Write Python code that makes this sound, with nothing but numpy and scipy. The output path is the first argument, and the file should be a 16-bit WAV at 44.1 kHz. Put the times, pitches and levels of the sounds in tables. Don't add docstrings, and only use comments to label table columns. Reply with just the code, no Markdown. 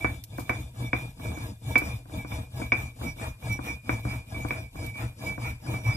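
import sys
import numpy as np
from scipy import signal
from scipy.fft import rfft, irfft
from scipy.io import wavfile
from scipy.ndimage import uniform_filter1d

SR = 44100
rng = np.random.default_rng(int(sys.argv[2]) if len(sys.argv) > 2 else 0)


def master_out(mix):
    frames = np.transpose(np.atleast_2d(mix))
    ceiling = np.clip(frames, -1, 1)
    pcm = np.round(ceiling * 32767).astype(np.int16)
    wavfile.write(sys.argv[1], SR, pcm)


def boost(x):
    u = np.asarray(x, float) / 20
    return 10 ** u


N = 262836
LEFT_RIGHT = np.array([[0.5], [-0.5]])


def evened(x):
    return x / np.sqrt(np.mean(x ** 2) + 1e-20)


def read(points, hz):
    f, value = np.transpose(points)
    return np.interp(np.log(hz + 1), np.log(f + 1), value)


def grit(per_s, spread_db):
    size = boost(spread_db * np.minimum(rng.exponential(1, N), 3.5))
    sign = rng.choice([-1., 1.], N)
    return evened(size * sign * (rng.random(N) < per_s / SR))


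def blows(rows, db):
    force = np.zeros(N)
    force[np.round(np.array(rows)[:, 0] * SR).astype(int)] = boost(db)
    return force


def clumps(db, size):
    return boost(db * evened(uniform_filter1d(rng.standard_normal(N), size)))


def wear(db_per_s):
    return boost(db_per_s * (np.arange(N) - N / 2) / SR)


def mode(force, hz, width):
    pole = np.exp((2j * np.pi * hz - np.pi * width) / SR)
    return signal.lfilter([1], [1, -pole], force)


def struck(force, hz, width, skirt):
    return mode(mode(force, hz, skirt), hz, width) * np.pi * skirt / SR


def rubbed(hz, width):
    tone = struck(grit(2500, 2.1), hz, width, 50)
    height = uniform_filter1d(abs(tone), size=441)
    tone = tone / (height + 0.1 * height.mean()) ** 0.8
    return tone / np.sqrt(np.mean(tone.imag ** 2))


def heard(tone, db, pan_db, lead):
    return (boost(db + pan_db * LEFT_RIGHT) * np.exp(1j * lead * LEFT_RIGHT) * tone).imag


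# (frequency [Hz], correlation [-1 to 1])
LIKENESS = [(60, 1), (170, 0.995), (290, 0.86), (640, 0.2), (1410, -0.3), (3100, 0.1), (6820, 0),
            (15000, 0.1)]
# (frequency [Hz], level [dB])
LEAN = [(60, .5), (130, 1), (250, -1), (450, 1), (800, 5.5), (1290, 3.5), (2380, -1), (4400, -1), (8120, 7),
        (15000, 2)]


def paths(spectrum, t60, early_t60, late_db):
    t, hz = np.arange(16384) / SR, np.fft.rfftfreq(16384, 1 / SR)
    shape = boost(-60 * t / early_t60) + boost(late_db - 60 * t / t60)
    a, b = rfft(rng.standard_normal((2, len(t))) * shape)
    same = np.clip(read(LIKENESS, hz), -1, 1)
    pair = np.array([a, same * a + np.sqrt(1 - same ** 2) * b])
    own = np.log(uniform_filter1d(abs(pair) ** 2, size=37, axis=1)) / 2
    wanted_db = np.maximum(read(spectrum, hz), -100) + read(LEAN, hz) * LEFT_RIGHT
    gain = wanted_db * np.log(10) / 20 - own
    mirrored = np.c_[gain, gain[:, -2:0:-1]]
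    phase = -signal.hilbert(mirrored).imag[:, :len(hz)]
    fade = np.clip(4 - 5 * t / t[-1], 0, 1)
    response = irfft(pair * np.exp(gain + 1j * phase)) * fade
    return response / np.sqrt((response ** 2).sum() / 2)


def spread(force, turns, *response):
    angle = 2 * np.pi * turns * np.arange(N) / SR
    out = np.zeros((2, N))
    for k in range(3):
        share = force * np.cos(angle + 2 * np.pi * k / 3)
        out += signal.oaconvolve(share[None], paths(*response), axes=1)[:, :N]
    return out / np.sqrt(1.5)


# (frequency [Hz], spectral level [dB per Hz])
ROOM_TONE = [(25, 7), (104, -18), (555, -22), (1200, -15), (2020, -28), (5000, -20), (12300, -15),
             (14200, -44), (15700, -36)]


def kitchen():
    hum = evened(heard(struck(rng.standard_normal(N), 41.5, 22, 25), 0, 0, 0))
    room = spread(rng.standard_normal(N), 22.0, ROOM_TONE, 0.067, 0.011, -49)
    return boost(-61) * room + boost(-56) * hum


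# (time of turn [s], speed left at the turn [dB], top speed [dB],
# weight on the counter [dB])
STROKES = [(0.0, -50.5, -52.5, -29.5), (0.251, -68.5, -57, -29), (0.46, -59, -52.5, -30.5),
           (0.726, -65.5, -51, -24), (0.908, -61, -52, -31.5), (1.156, -66, -51, -19),
           (1.357, -55, -52, -30.5), (1.59, -70.5, -49.5, -17), (1.789, -55, -50.5, -26),
           (2.056, -70.5, -51, -26.5), (2.256, -62.5, -50.5, -27.5), (2.49, -66.5, -50, -28),
           (2.71, -61.5, -51, -28), (2.94, -67, -49, -27), (3.151, -63.5, -49, -30),
           (3.37, -70.5, -48.5, -18), (3.594, -62, -49.5, -40), (3.813, -71.5, -49.5, -26),
           (4.024, -59, -50, -29), (4.254, -65.5, -51.5, -30), (4.453, -54, -51.5, -37),
           (4.704, -69, -50.5, -18.5), (4.933, -60.5, -50, -26.5), (5.143, -68.5, -49, -31),
           (5.377, -61.5, -49.5, -27.5), (5.587, -67.5, -49, -21.5), (5.826, -58.5, -50, -13),
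           (5.96, -51.5, -60, -40)]
# (top at this share of a push [0-1], of a pull [0-1], roundness [exponent],
# follow [dB per dB of speed], level [dB])
FOLLOWS = [
    (0.5, 0.53, 1.2, 1.3, -33),
    (0.39, 0.34, 1.9, 0.71, -33.5),
    (0.51, 0.37, 1.13, 1.4, -44.5),
    (0.55, 0.35, 0.93, 1.15, -51),
    (0.55, 0.38, 0.85, 2.8, -0.5),
]
PULL_DB = [-0.5, 2.6, -2, 0.2, 10]


def stroke(layer):
    usual_speed_db, usual_weight_db = -51, -32
    turns, rest_db, top_db, weight_db = np.transpose(STROKES)
    push_at, pull_at, roundness, follow, db = FOLLOWS[layer - 1]
    t = np.arange(0, N, 32) / SR
    k = np.clip(np.searchsorted(turns, t, "right") - 1, 0, len(turns) - 2)
    u = np.clip((t - turns[k]) / np.diff(turns)[k], 0, 1)
    at = np.clip(np.where(k % 2, push_at, pull_at), 0.1, 0.9)
    arch = np.sin(np.pi / 2 * np.minimum(u / at, (1 - u) / (1 - at))) ** roundness
    if layer == 2:
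        top_db = weight_db - usual_weight_db + usual_speed_db
    rest = rest_db[k + (u > at)]
    speed_db = rest + (top_db[k] - rest) * arch
    pull = PULL_DB[layer - 1] * arch * (0.5 - k % 2)
    gain = boost(db + pull + follow * (speed_db - usual_speed_db))
    return np.interp(np.arange(N) / SR, t, gain)


# (frequency [Hz], width [Hz], level [dB], stroke layer [number])
COUNTER_MODES = [(39, 7.4, -27, 1), (71.2, 30, -10, 1), (93.5, 90, -13, 2), (116, 22.4, -8, 2)]


def counter():
    knocks = blows(KNOCKS, np.array(KNOCKS)[:, 3] + 22)
    out = np.zeros((2, N))
    for hz, width, db, layer in COUNTER_MODES:
        force = grit(600, 2.3) * stroke(layer) + knocks
        out += heard(np.sqrt(width) * struck(force, hz, width, 31), db - 30.0, 1.0, 0)
    return out


def lumpy(x):
    lump_hz, lump_s, lump_db = 200, 0.04, 1.3
    hz, t, z = signal.stft(x, SR, nperseg=1024, noverlap=768)
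    across = (hz[:41, None] - hz[20]) ** 2 / lump_hz ** 2
    along = (t[:41] - t[20]) ** 2 / lump_s ** 2
    patch = np.exp(-across * 4 - along * 4)
    field = signal.fftconvolve(rng.standard_normal(z.shape[1:]), patch, "same")
    return signal.istft(z * boost(lump_db * evened(field)), SR, nperseg=1024, noverlap=768)[1][:, :N]


# (frequency [Hz], spectral level [dB per Hz])
SLAB = [(82, -11.5), (140, -24), (157, -5), (301, -5.5), (387, -15.5), (487, -10.5), (552, -19.5),
        (640, -10), (795, -18), (955, -17), (1530, -30), (1650, -16), (1810, -39), (2150, -27.5),
        (2800, -72), (4730, -120)]


def grating():
    uneven = clumps(1.5, size=500)
    force = grit(1500, 2.87) * uneven * stroke(layer=3)
    return boost(3.0) * lumpy(spread(force, 4.5, SLAB, 0.13, 0.032, -27.5))


# (frequency [Hz], spectral level [dB per Hz])
POWDER = [(1530, -18.5), (2600, 0), (3070, -1), (3900, -1.5), (4470, -6.5), (5600, -9), (6170, -9.5),
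          (8030, -5.5), (12100, -6.5), (13800, -7), (15700, -11.5)]


def powder():
    uneven = clumps(0.7, size=900)
    force = grit(9000, 0.98) * stroke(layer=4) * uneven
    return boost(1.5) * spread(force, 4.1, POWDER, 0.021, 0.004, -10.5)


# (frequency [Hz], spectral level [dB per Hz])
RASP = [(400, -25.5), (800, -4), (1100, -1.5), (1500, -6.5), (2100, -6), (2700, -12), (4000, -79)]


def rasp():
    force = grit(1500, 2.2) * stroke(layer=5) * wear(1.5)
    return boost(-52.5) * spread(force, 3.3, RASP, 0.42, 0.02, -27.0)


def rattle():
    tone = struck(grit(350, 4.3), hz=3546, width=76, skirt=510)
    tone = tone / np.sqrt(np.mean(tone.imag ** 2))
    level = clumps(3.1, size=2600) * stroke(layer=4) * wear(-3)
    return heard(tone * level, db=-14.5, pan_db=1.4, lead=0.83)


# (time [s], lower bending [dB], upper bending [dB], overtones [dB])
CATCHES = [(0.02, -26, -50, -73), (0.4, -38, -49, -65), (0.55, -65, -51, -66), (0.88, -31, -66, -62),
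           (1.02, -50, -40, -67), (1.27, -38, -47, -56), (1.409, -48.5, -57, -65), (1.72, -33.5, -53, -59),
           (1.87, -70, -34.5, -54.5), (2.2, -38.5, -65, -70), (2.34, -68, -42, -56),
           (2.45, -69, -52.5, -74), (2.631, -39, -66, -69), (2.8, -68, -39, -64.5), (3.09, -44, -56, -58),
           (3.222, -51, -54, -64), (3.32, -76, -51, -76), (3.522, -28, -49, -56),
           (3.696, -33, -28.5, -50.5), (3.942, -27, -44, -57.5), (4.11, -30, -37.5, -73),
           (4.22, -70, -37.5, -83), (4.4, -37, -67, -75), (4.58, -61, -49, -67), (4.86, -45, -53, -74),
           (4.988, -34, -38, -70), (5.301, -27.5, -59, -70), (5.46, -29, -34.5, -65),
           (5.742, -34, -51, -77), (5.899, -24, -38, -53.5)]
CATCH_RISE = [240, 140, 191]
CATCH_FALL = [173, 154, 222]
MURMUR_DB = [-80, -65, -74]


def rubbing(group):
    rows = np.array(CATCHES)
    coarse = np.arange(0, N, 64)
    late = coarse / SR - rows[:, :1]
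    off_db = np.where(late < 0, -late * CATCH_RISE[group], late * CATCH_FALL[group])
    db = np.maximum((rows[:, group + 1:group + 2] - off_db).max(0), MURMUR_DB[group])
    return boost(np.interp(np.arange(N), coarse, db))


# (time [s], peak [dB], lower bending [dB], upper bending [dB])
SLIPS = [(0.3234, -37, -58.5, -62), (0.446, -42, -53, -64), (0.5591, -39, -52.5, -48),
         (0.823, -40, -46, -59), (1.2121, -47, -48, -49), (1.2426, -41, -46.5, -44), (1.348, -44, -46, -57),
         (1.393, -41, -52, -52.5), (1.4441, -44, -74, -70), (1.893, -39, -59, -40.5),
         (2.1161, -48, -54, -61), (2.148, -42, -52, -56), (2.185, -34, -40.5, -63), (2.3196, -37, -55, -56),
         (2.3715, -43, -63, -50), (2.4194, -54, -71, -63), (2.5616, -43, -57, -64),
         (2.618, -32, -37.5, -52), (2.8534, -41, -53, -50), (3.026, -43, -50, -52),
         (3.0629, -34, -40.5, -48.5), (3.1812, -45, -51, -54), (3.2181, -38, -54, -44),
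         (3.268, -39, -66, -55.5), (3.4306, -43, -64, -51), (3.495, -37, -34, -57),
         (3.674, -40, -38.5, -34.5), (4.0731, -40, -40, -60), (4.344, -37, -42, -59),
         (4.399, -34, -41.5, -55), (4.4603, -41, -44.5, -54), (4.5555, -35, -50, -46),
         (4.6244, -42, -53.5, -57), (4.7611, -47, -51, -53), (4.8094, -43, -49, -50.5),
         (4.862, -39, -44.5, -53), (4.9377, -42, -43.5, -57), (4.9671, -37, -43.5, -47.5),
         (5.049, -45, -58, -59), (5.213, -46, -53, -51), (5.261, -40, -36, -52), (5.442, -33, -40.5, -38.5),
         (5.669, -37, -44.5, -46), (5.7364, -33, -37, -57), (5.8484, -33, -36, -57),
         (5.904, -24, -48, -42.5)]
SLIP_DB = [-0.5, -2]


def slipping(k):
    rise_s, hold_s, fall_db_per_s = 0.0057, 0.038, 430
    rows = np.array(SLIPS)
    coarse = np.arange(0, N, 64)
    late = coarse / SR - rows[:, :1]
    fall_db = fall_db_per_s * np.clip(late - hold_s, 0, 1)
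    gain = np.clip(late / rise_s, 0, 1) * boost(rows[:, k + 2:k + 3] + SLIP_DB[k] - fall_db)
    return np.interp(np.arange(N), coarse, gain.max(0))


PAIR_HZ = [2301, 2423]
PAIR_WIDTHS_HZ = [14, 14]
# (level in a knock [dB], pan [dB], left lead [rad])
PAIR = [(0, -4.5, .1), (-8, -2.5, -1.2)]
LINGER = [3.2, 0.35]
# (frequency [Hz], spectral level [dB per Hz])
RING_ROOM = [(1200, -24.5), (2000, -21.5), (2360, 3.5), (2700, 2.5), (3600, -6), (6000, -63.5)]
OVERTONES_HZ = [3540, 5007, 5738, 6638, 7757, 8220, 9895, 10557, 12042, 13378]
# (width [Hz], level [dB], pan [dB], left lead [rad], share of catches in the drive [0-1])
OVERTONES = [(51.7, -2, 15, 2, 0.5), (16, 3, 0.5, 4, 0), (27.4, 4, -5, 5, 0.93), (18.3, -9, -26, 4, 0),
             (18, -15, -20, 26, 0.2), (35, -3, 9, -1.1, 0), (26.84, -27, 5, -8, .4), (25, -5.5, 9, 0, 0),
             (28, -6, 4, -7, 0.5), (30, -13, 3, -4, 0)]
WEAR = [0, 1, 1]


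def roller():
    out = np.zeros((2, N))
    knocks = blows(KNOCKS, np.array(KNOCKS)[:, 2])
    hiss = stroke(layer=4)
    moving = np.minimum(hiss / boost(-58.0), 1) ** 2
    for k, (hz, width, (knock_db, pan_db, lead)) in enumerate(zip(PAIR_HZ, PAIR_WIDTHS_HZ, PAIR)):
        blow = boost(-2.0 + knock_db) * struck(knocks, hz, width, 270)
        caught = rubbing(k) * moving ** (LINGER[k] / 2) * boost(-11)
        song = rubbed(hz, width / 2) * np.maximum(caught, slipping(k))
        out += heard(song + blow, 0.83, pan_db, lead)
    out += heard(struck(knocks, PAIR_HZ[0], 42, 460), 1.36, -7.0, 0.99)
    out += boost(-19) * spread(out[1], 1.7, RING_ROOM, 0.3, 0.03, -9)
    for hz, (width, db, pan_db, lead, share), drift in zip(OVERTONES_HZ, OVERTONES, WEAR + [0] * 7):
        patches = clumps(6 - 2 * share, size=2200)
        drive = (rubbing(2) * moving) ** share * (hiss * boost(-17.5)) ** (1 - share)
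        blow = boost(1.0 - 6.13 * hz / 1000) * struck(knocks, hz, width, 260)
        song = rubbed(hz, width) * drive * patches * moving ** 0.38 * wear(drift)
        out += heard(song + blow, db, pan_db, lead)
    return out


# (time [s], thud [dB], roller ring [dB], counter [dB], pan [dB])
KNOCKS = [(0.045, -8, -27, -16.5, 13), (0.383, -15.5, -45, -23, -13), (0.494, -6.5, -23.5, -22, -9),
          (0.931, -8, -22, -17.5, -9), (1.317, -24.5, -58, -24, -17), (1.756, -6, -15, -23.5, 18),
          (1.818, -18, -64, -45, -8), (2.055, -36, -79, -42, -5), (2.247, -24, -45, -26.5, -19),
          (2.318, -24.5, -39, -18.5, 6), (2.616, -18.5, -44, -51, -3), (2.72, -6, -14.5, -27, -2),
          (3.014, -21.5, -68, -20.5, -13), (3.425, -29.5, -53, -27, -1), (3.59, -19, -78, -23.5, 12),
          (3.893, -10.5, -26.5, -19.5, 5), (4.051, -19, -61, -17, 1), (4.344, -29, -47, -25, -2),
          (4.448, -17.5, -70, -20.5, 12), (4.484, -51, -47, -23, -11), (4.507, -14, -25.5, -21, -6),
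          (4.755, -28.5, -66, -27, -20), (5.378, -20, -76, -23.5, 3), (5.74, -18, -60, -22, 7)]
# (time [s], peak [dB])
BUMPS = [(0.479, -38), (0.76, -40), (1.174, -45), (1.197, -32), (1.255, -29), (1.373, -27.5), (1.637, -47),
         (2.096, -38), (2.519, -47), (2.547, -44), (2.989, -44), (3.167, -39), (3.196, -35.5), (3.212, -33),
         (3.401, -45), (3.858, -41), (4.317, -47), (4.362, -30), (4.955, -33), (5.202, -40), (5.637, -44),
         (5.664, -28.5), (5.815, -39)]
# (frequency [Hz], spectral level [dB per Hz])
THUD = [(82, -3.5), (140, -17.5), (215, 7.5), (313, 11), (420, -2), (700, 1), (939, -3), (1190, 2.5),
        (1300, -1), (1690, 3), (1940, -2.5), (2100, 0), (2730, -25), (3600, -30), (4620, -78)]


def thuds():
    rows = np.array(KNOCKS)
    lean_db = np.interp(np.arange(N) / SR, rows[:, 0], rows[:, 4])
    hard = rows[:, 1] > -15.5
    soft = blows(rows[~hard], rows[~hard, 1] + 14)
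    soft = soft + blows(BUMPS, np.array(BUMPS)[:, 1] + 18.5)
    soft = signal.sosfilt(signal.butter(3, 1230, fs=SR, output="sos"), soft)
    force = blows(rows[hard], rows[hard, 1] + 13) + soft
    thud = spread(force, 3.6, THUD, 0.22, 0.02, -16.5)
    return thud * boost(0.15 * lean_db * LEFT_RIGHT)


# (frequency [Hz], level [dB], t60 [s])
SLAB_MODES = [(297, -26, 0.32), (494.4, -8, 0.17), (729, 0, 0.072), (897, -14.5, 0.51), (986, -1.5, 0.045),
              (1560, -17, 0.2), (1774, -28, 0.16)]


def slab_ring():
    knocks = blows(KNOCKS, np.array(KNOCKS)[:, 1] - 20.5)
    out = np.zeros((2, N))
    for hz, db, t60 in SLAB_MODES:
        tone = struck(knocks, hz, 1.49 / min(t60, 0.12), 300)
        out += heard(tone, db, 1.5, rng.uniform(0, 3.0))
    return out


# (time [s], peak [dB], pan [dB], tail t60 [s])
CRACKS = [
    (0.2384, -19, -3.5, 0.043),
    (0.3795, -26.5, 1.0, 0.044),
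    (0.394, -24.5, -1, 0.18),
    (0.4945, -22.5, -1, 0.054),
    (1.779, -14, -3, 0.089),
    (3.5265, -23.5, 3, 0.052),
    (4.4856, -29, -1, 0.034),
    (4.863, -23.5, 0, 0.038),
]
# (frequency [Hz], spectral level [dB per Hz])
SNAP = [(1180, -32), (2000, -14.5), (5340, -7), (5820, -9.5), (9350, -7), (14300, -4), (15700, -12)]


def cracks():
    out, t = np.zeros((2, N + 4000)), np.arange(4000) / SR
    for s, db, pan_db, t60 in CRACKS:
        decay = boost(db - 16.5 - 60 * t / np.clip(t60, 0.005, 0.3))
        fizz = rng.standard_normal((2, len(t))) * decay
        out[:, round(s * SR):][:, :len(t)] += fizz * boost(pan_db * LEFT_RIGHT)
    return signal.oaconvolve(out, paths(SNAP, 0.016, 0.0005, -29), axes=1)[:, :N]


def scene():
    return (counter() + grating() + roller() + thuds() + powder() + cracks() + kitchen() + slab_ring()
            + rattle() + rasp())


def low_pass(x):
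    return signal.sosfilt(signal.butter(12, 15840, fs=SR, output="sos"), x)


# (frequency [Hz], level [dB])
GATE = [(12000, -110), (13600, -99), (14300, -88), (15300, -79), (15850, -40)]


def record(dry):
    cut = signal.sosfilt(signal.butter(6, 36, "high", fs=SR, output="sos"), dry)
    hz, _, z = signal.stft(cut, SR, nperseg=1024, noverlap=768)
    power = uniform_filter1d(abs(z) ** 2, size=3, axis=2)
    band_db = 10 * np.log10(uniform_filter1d(power, size=7, axis=1).mean(0) + 1e-20)
    around_db = uniform_filter1d(band_db, size=61, axis=0)
    masked = (band_db < around_db - 5.5) & (hz[:, None] > 4200) & (hz[:, None] < 7800)
    rows, cols = np.arange(len(hz)) // 8 * 8, np.arange(z.shape[2]) // 8 * 8
    block_db = uniform_filter1d(band_db, size=8, axis=1) + 3.5 * rng.standard_normal(band_db.shape)
    keep = (block_db[rows][:, cols] > read(GATE, hz)[:, None]) & ~masked
    gated = signal.istft(z * keep, SR, nperseg=1024, noverlap=768)[1][:, :N]
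    return low_pass(gated)


dry = scene()
out = record(dry)
master_out(out)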